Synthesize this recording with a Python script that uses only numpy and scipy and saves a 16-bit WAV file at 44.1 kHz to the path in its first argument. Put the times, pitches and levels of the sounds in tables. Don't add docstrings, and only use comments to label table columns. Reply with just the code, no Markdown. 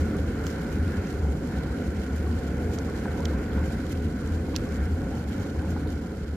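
import sys
import numpy as np
from scipy import signal
from scipy.fft import rfft, irfft, next_fast_len
from scipy.io import wavfile
from scipy.ndimage import uniform_filter1d

SR = 44100
rng = np.random.default_rng(int(sys.argv[2]) if len(sys.argv) > 2 else 0)


def level_to_linear(level):
    exponent = np.asarray(level, float) / 20
    return 10 ** exponent


def store_wav(level_fs):
    pcm = np.round(np.clip(np.atleast_2d(level_fs), -1, 1) * 32767)
    wavfile.write(sys.argv[1], SR, pcm.T.astype(np.int16))


N = 280467
LENGTH = next_fast_len(N)
FREQS = np.fft.rfftfreq(LENGTH, 1 / SR) + 1e-3
TIME = np.arange(N) / SR


def contour(points):
    hz, value = np.transpose(points)
    return np.interp(np.log(FREQS), np.log(hz), value)


def path(bumps):
    return level_to_linear(sum(db * np.exp(-(2 * (FREQS - hz) / width) ** 2) for hz, width, db in bumps))


def walk(rate):
    hold = max(int(SR / rate), 2)
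    steps = np.repeat(rng.standard_normal(N // hold + 1), hold)
    return np.sqrt(2) * uniform_filter1d(uniform_filter1d(steps, hold), hold)[:N]


def swells(peak_s, size, length_s):
    t = TIME[::64]
    bells = (a * np.exp(-(2 * (t - c) / w) ** 2) for c, a, w in np.broadcast(peak_s, size, length_s))
    return np.interp(TIME, t, sum(bells))


def decay(t, t60_s):
    return np.exp(-np.log(1000) * t / t60_s)


def ring(x, hz, width_hz):
    return signal.lfilter(*signal.iirpeak(hz, hz / width_hz, fs=SR), x)


def add(out, start_s, sound, pan_db):
    i = int(start_s * SR)
    sides = level_to_linear(np.array([[pan_db], [-pan_db]]) / 2)
    out[:, i:i + sound.shape[-1]] += (sound * sides)[:, :N - i]


# pitch_hz, width_hz, level_db
LEFT_PATH = [(360, 50, -4), (510, 60, 2), (720, 130, 2), (860, 110, -2), (980, 120, 2), (1210, 110, -3),
             (1480, 320, 4), (1890, 100, -2), (2080, 250, 2), (2480, 200, -2), (10800, 1500, 2)]
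RIGHT_PATH = [(367, 43, -4), (440, 110, 4.5), (549, 80, 6.5), (614, 78, -13), (739, 67, 5),
              (1220, 570, -5.5), (1427, 294, 11), (1945, 88, -4.5), (3080, 490, 5), (4150, 560, 2.5),
              (5500, 5360, 5), (7180, 1400, 5), (9230, 1500, 4), (11430, 1850, 6.5)]
# pitch_hz, share (0-1)
LIKENESS = [(60, 0.99), (300, 0.99), (540, 0.89), (630, 0.12), (740, 0.95), (1000, 0.08), (1200, 0.02),
            (1480, 0.84), (1900, 0.6), (2150, 0.36), (2600, 1), (3100, 0.57), (5000, 0.05), (8000, 0.01)]


def at_microphones(excite, spectrum, lag_s):
    common, left, right = (rfft(excite(), LENGTH) for _ in "clr")
    share = np.clip(contour(LIKENESS), 0, 1)
    lagged = common * np.exp(-2j * np.pi * FREQS * lag_s)
    left = np.sqrt(share) * lagged + np.sqrt(1 - share) * left
    right = np.sqrt(share) * common + np.sqrt(1 - share) * right
    arriving = np.array([left * path(LEFT_PATH), right * path(RIGHT_PATH)])
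    return arriving * level_to_linear(contour(spectrum)) * np.sqrt(SR / 2)


def flickering(spectra, edges_hz, band_db):
    place = np.interp(np.log(FREQS), np.log(edges_hz), np.arange(len(edges_hz)))
    out = np.zeros((2, N))
    for k in range(len(edges_hz)):
        band = irfft(spectra * np.clip(1 - abs(place - k), 0, 1), LENGTH)[:, :N]
        out += band * level_to_linear(band_db(k))
    return out


# pitch_hz, level_db (per hertz)
ROAR_SPECTRUM = [(20, -78), (32, -68), (50, -55), (70, -51), (112, -58.5), (215, -54.5), (300, -57),
                 (420, -63.5), (600, -69.5), (900, -75.5), (1500, -76), (2200, -80), (3000, -96),
                 (4500, -108)]


def roar(roar_db, throat_db):
    spectra = at_microphones(lambda: rng.standard_normal(N), ROAR_SPECTRUM, lag_s=-0.000027)
    flutter_db = 0.6 * walk(15)
    throat_share = np.array([0.036, 0.0061, 0.26, 0.61, 0.83, 1.0])

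    def band_db(k):
        return throat_share[k] * (throat_db + flutter_db) + 1.03 * walk(8)
    return level_to_linear(roar_db) * flickering(spectra, [60, 150, 400, 800, 1500, 3000], band_db)


# peak_s, level_db, pitch_hz, length_s
PUFFS = [(0.037, -24, 78.7, 0.12), (0.2, -32, 78.2, 0.095), (0.29, -39, 74.6, 0.036),
         (0.48, -31, 79.7, 0.057), (0.837, -26, 73.5, 0.1), (0.991, -24, 75.9, 0.032),
         (1.107, -31.5, 80.3, 0.08), (1.27, -20.5, 73.7, 0.14), (1.572, -34.5, 71.3, 0.14),
         (1.728, -31.5, 73.06, 0.05), (1.906, -29.5, 75.5, 0.081), (1.999, -30, 70.66, 0.051),
         (2.152, -32, 73.2, 0.11), (2.306, -30.5, 78.7, 0.2), (2.646, -29.5, 76.5, 0.16),
         (2.862, -34, 84.6, 0.066), (3.103, -28, 78.5, 0.042), (3.3, -28.5, 77, 0.21),
         (3.61, -25.5, 78.2, 0.17), (4.02, -28, 80.24, 0.16), (4.335, -30.5, 77.15, 0.22),
         (4.55, -35, 77.2, 0.034), (4.893, -31, 77.2, 0.36), (5.26, -37.5, 74.8, 0.18),
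         (5.409, -28.5, 79.2, 0.041), (5.591, -26, 79, 0.028), (5.76, -31, 76.8, 0.24),
         (5.952, -32, 77.8, 0.049), (6.219, -36.5, 77.4, 0.044), (6.314, -34.5, 73.4, 0.063)]


def thrum():
    peak_s, level_db, pitch_hz, length_s = np.transpose(PUFFS)
    wobble_hz, puff_db = 6 * walk(22), 2.2 * walk(22)
    phase = 2 * np.pi * np.cumsum(np.interp(TIME, peak_s, pitch_hz) + wobble_hz) / SR
    level = level_to_linear(-44) + swells(peak_s, level_to_linear(level_db), length_s)
    tone = np.sqrt(2) * level * level_to_linear(puff_db) * np.sin(phase)
    return tone * level_to_linear(np.array([[.25], [-.25]]))


# pitch_hz, level_db (per hertz)
HISS_SPECTRUM = [(1200, -105), (2200, -90), (3000, -90.5), (4500, -91.5), (7000, -96.5), (10000, -100),
                 (14300, -102), (15200, -105), (16000, -106)]
# peak_s, lift_db
SPURTS = [(.01, 7.5), (.17, 1), (.23, 1), (.47, 9), (.505, 6), (.64, -1), (.73, 8), (1.1, 1), (2.17, 4),
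          (2.36, 3), (2.48, 3), (2.745, 8), (3.03, 2), (3.21, -4), (3.66, 8), (3.78, 1), (3.92, 10),
          (4.04, 3), (4.15, 3), (4.35, 5), (4.57, 1), (5.09, 1), (5.17, 4), (5.421, 6), (5.71, 10.5),
          (5.93, 4), (6.06, 3)]


def hiss(level_db):
    peak_s, lift_db = np.transpose(SPURTS)
    spurt_db = swells(peak_s, lift_db, 0.035)
    surge = level_to_linear(0.6 * walk(25) + 1.1 * walk(80))
    size_db = np.minimum(7.4 * rng.exponential(size=N), 11)
    pops = (rng.random(N) < .004) * level_to_linear(size_db)
    burst = signal.lfilter([1], [1, -.96], pops)

    def excite():
        return surge * (0.77 + 0.39 * burst) * rng.standard_normal(N)

    spectra = at_microphones(excite, HISS_SPECTRUM, lag_s=-0.00013)
    held_back = np.array([0.0, 1, 0.19, 0.91, 0])
    spurt_share = 0.2

    def band_db(k):
        return held_back[k] * (spurt_share - 1) * spurt_db + 0.76 * walk(13)
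    return level_to_linear(level_db + spurt_db) * flickering(spectra, [2500, 4000, 6540, 10100, 14000], band_db)


def bubbles(count=900):
    out = np.zeros((2, N))
    for when, size, cycles, strength, side in rng.random((count, 5)):
        hz = 800 * 2 ** (3.6 * size)
        turns = hz * TIME[:int((10 + 24 * cycles) * SR / hz)]
        shape = np.minimum(turns, 1) * np.exp(-turns / (7.6 + 4.3 * cycles))
        level_db = -50 - 3.8 * np.log2(hz / 1000) + np.minimum(-3.5 * np.log(strength), 9)
        pocket = shape * np.sin(2 * np.pi * turns * (1 + 0.0029 * turns))
        add(out, when * (N - 1) / SR, level_to_linear(level_db) * pocket, 8 * (side - .5) - 6.4 * size)
    return out


# pitch_hz, width_hz, level_db
METAL = [(1100, 700, 0), (1900, 700, -6), (2690, 220, -2), (3060, 200, 0), (3290, 220, 2), (3800, 300, 2),
         (4250, 260, 0), (4650, 280, 2), (5300, 300, 0), (5600, 260, 2), (6250, 300, 3), (6900, 400, -1),
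         (7400, 400, -4)]


def metal_tick(hz, top_db, spread, t60_s):
    t = TIME[:1024]
    snap = 0.7 * rng.standard_normal((2, 1024)) * decay(t, max(t60_s, .002))
    snap[:, 0] = 9.
    blow = ring(snap, hz, 1.3 * spread * hz)
    body = np.zeros((2, 1024))
    for mode_hz, width_hz, mode_db in METAL:
        octaves = np.log2(mode_hz / hz)
        body += level_to_linear(mode_db - 6 * (octaves / spread) ** 2) * ring(blow, mode_hz, width_hz)
    body = body * decay(t, 4 * t60_s)
    body = signal.sosfilt(signal.butter(8, 7300, fs=SR, output="sos"), body)
    top = ring(ring(snap, 10700, 2800), 10700, 2800)
    return body / abs(body[1]).max() + level_to_linear(top_db + 13.5) * top / abs(top[1]).max()


# start_s, level_db (peak), pitch_hz, top_db
SPATTER = [(0.168, -41, 6130, -14), (0.2419, -51, 4000, -18), (0.5144, -40, 5220, -23),
           (0.631, -52, 4200, -5), (1.071, -40, 5970, -25), (1.9989, -44, 4640, -22),
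           (2.1593, -47, 3930, -10), (3.1905, -44, 6355, -25), (3.205, -40, 7000, -23),
           (3.2282, -43, 4230, -24), (3.8942, -45, 4200, -14), (3.922, -38, 5100, -11),
           (3.9318, -49, 4570, -14), (4.2749, -41.5, 6500, -23), (4.6899, -43, 6250, -20),
           (4.7438, -47, 6540, -22), (4.8556, -48, 5300, -21), (5.7076, -44, 7240, -15),
           (5.874, -42, 3800, -17), (5.9037, -41, 5350, -20)]


def spatter():
    out = np.zeros((2, N))
    for start_s, level_db, hz, top_db in SPATTER:
        tick = metal_tick(hz, top_db, spread=0.23, t60_s=0.024)
        add(out, start_s, level_to_linear(level_db) * tick, -6)
    return out


# start_s, level_db (peak), pitch_hz, pan_db (left minus right), t60_s
PLOPS = [(.243, -33, 1150, 3, .02), (.469, -33, 1300, 0, .015), (.934, -35, 1640, 1, .04),
         (.939, -29, 1650, 1, .03), (3.0548, -26, 920, 2, .025), (3.0555, -32, 1600, 2, .02),
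         (3.0605, -29, 780, 2, .03), (3.082, -31, 1470, 0, .035), (3.2545, -29, 1500, -4, .01),
         (3.255, -29, 2200, -6, .009), (3.577, -32, 950, 2, .04), (4.483, -25, 720, 0, .018),
         (4.5444, -17, 950, 1, .009), (4.5618, -30, 2000, -6, .009), (4.562, -29, 1150, -3, .012),
         (4.567, -33, 1600, -3, .02), (4.698, -34, 1540, -3, .03), (5.59, -36, 1480, 0, .06),
         (5.614, -37, 1450, 0, .03), (5.626, -33, 820, 2, .04), (5.646, -32, 900, 2, .025),
         (5.688, -35, 1420, 0, .04), (5.717, -37, 1500, 0, .04), (5.727, -31, 620, 0, .03),
         (5.763, -27, 800, -3, .04), (5.7628, -30, 1420, -3, .018), (5.7632, -33, 1100, -3, .015),
         (5.774, -36, 1420, 0, .05)]


def plops():
    out, t = np.zeros((2, N)), TIME[:4096]
    for start_s, level_db, hz, pan_db, t60_s in PLOPS:
        fade = decay(t, t60_s)
        bubble = np.sin(2 * np.pi * hz * t * (1 + 2.5 * t)) * fade
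        overtone = 0.3 * (hz < 1300) * np.sin(2 * np.pi * 1.7 * hz * t) * fade ** 2
        grit = rng.standard_normal(4096) * fade ** 2
        splash = ring(ring(grit, 1.1 * hz, 600), 1.1 * hz, 600)
        onset = np.minimum(t * hz / 1.5, 1)
        add(out, start_s, level_to_linear(level_db - 2) * onset * (bubble + overtone + 1.6 * splash), pan_db)
    return out


# start_s, level_db (peak), pitch_hz, spread_octaves, t60_s
LADLE = [(.4565, -44, 4000, .8, 0.0052), (0.4672, -27.5, 6400, 0.2, 0.0071), (.4676, -39, 1700, .5, .004),
         (.4672, -34.5, 3020, 0.1, .007), (0.4683, -33, 4800, 0.2, .006), (.4965, -43, 6000, .4, .006),
         (.503, -41, 5400, .4, .008), (.5105, -46, 6210, .2, .005), (.525, -43, 6300, .3, .006),
         (.4715, -46, 5500, .6, .005), (.479, -41, 5800, .4, .012), (2.7872, -26, 5660, 0.57, 0.01),
         (3.2495, -44, 6285, .25, .006), (3.253, -29, 5500, 0.44, .004), (3.2547, -29, 3350, 0.2, .004),
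         (3.2543, -35, 2000, .3, .005), (3.2553, -25, 5400, 0.61, .004), (3.2563, -33, 3283, 0.22, .005),
         (3.258, -36, 3253, 0.15, .006), (4.5434, -43, 3200, 0.45, .005), (4.549, -41, 4800, .3, 0.0051),
         (4.5551, -41, 6000, 0.33, 0.0038), (4.5551, -28.5, 3200, 0.35, .004), (4.557, -33, 3800, .8, .004),
         (4.562, -21, 4400, 1.2, .003), (4.5632, -14, 5210, 0.63, 0.003), (4.5647, -37, 2700, 0.09, 0.0078),
         (4.5656, -31, 5000, .8, .005), (4.568, -29, 4600, .4, .005), (4.5734, -38, 5600, 0.5, .006),
         (4.583, -49, 4600, .3, .006)]
# time_s, pan_db (left minus right)
LADLE_PAN = [
    (.5, -5),
    (2.8, -6),
    (3.2, -10),
    (4.565, -10.5),
    (4.575, -6),
]


def ladle():
    out = np.zeros((2, N))
    for start_s, level_db, hz, spread, t60_s in LADLE:
        pan_db = np.interp(start_s, *np.transpose(LADLE_PAN))
        tick = metal_tick(hz, -np.inf, spread, t60_s)
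        add(out, start_s, level_to_linear(level_db) * tick, pan_db)
    return out


# start_s, level_db (peak), pitch_hz (centre), width_hz
SPARKS = [(.4565, -48, 8600, 1200), (.4674, -42, 13500, 8000), (.4676, -46, 9600, 2000),
          (.4698, -47, 11600, 2000), (.4725, -50, 13800, 1500), (3.2052, -42, 12500, 8000),
          (3.922, -49, 12500, 6000), (3.2558, -41, 11400, 1600), (3.2556, -46, 8300, 1500),
          (4.5558, -51, 11300, 2000), (4.5642, -33, 11700, 1600), (4.5638, -41, 15200, 3500),
          (4.564, -41, 8700, 1800)]


def sparks():
    out, t = np.zeros((2, N)), TIME[:1024]
    for start_s, level_db, hz, width_hz in SPARKS:
        grit = rng.standard_normal((2, 1024)) * decay(t, .004)
        spark = ring(ring(grit, hz, width_hz), hz, width_hz)
        add(out, start_s, level_to_linear(level_db) * spark / abs(spark[1]).max(), -4)
    return out


# time_s, level_db
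HEAT = [(0, .5), (.5, 0.5), (1, 1.5), (1.4, -2), (1.65, -1), (2.1, -0.5), (2.6, 0), (3.1, 1), (3.6, 1.5),
        (3.9, -0.5), (4.4, -1), (5, -0.5), (5.35, -1), (5.8, -2)]


def scene():
    heat_db = np.interp(TIME, *np.transpose(HEAT))
    fade_db = np.clip(-11 * (TIME - 5.88), -3, 0)
    burner = roar(1.1 + 0.17 * heat_db, -4 + heat_db) + hiss(-1 + 0.49 * heat_db)
    boil = bubbles() * level_to_linear(-0.5 + heat_db)
    return thrum() + level_to_linear(fade_db) * (burner + boil) + spatter() + plops() + ladle() + sparks()


def roll_off(x):
    return signal.sosfilt(signal.butter(12, 16280, fs=SR, output="sos"), x)


EDGE_HZ = [14750, 15150, 15500, 15830]


def record(dry):
    spectra = rfft(dry, LENGTH)

    def band(low_hz, high_hz):
        return irfft(spectra * ((FREQS >= low_hz) & (FREQS < high_hz)), LENGTH)[:, :N]

    mix = band(0, EDGE_HZ[0])
    chance = walk(25)
    for level_db, bar, low_hz, high_hz in zip((0, -7, -9), (-1.1, .9, 1.7), EDGE_HZ, EDGE_HZ[1:]):
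        opening = uniform_filter1d(1. * (chance > bar), size=512)
        mix = mix + level_to_linear(level_db) * opening * band(low_hz, high_hz)
    above = band(EDGE_HZ[1], SR / 2)
    loudness = uniform_filter1d(abs(above[1]), size=128)
    hard = uniform_filter1d(1. * (loudness > 2.3 * np.std(above[1])), size=128)
    mix = mix + hard * above
    return roll_off(mix)


dry = scene()
out = record(dry)
store_wav(out)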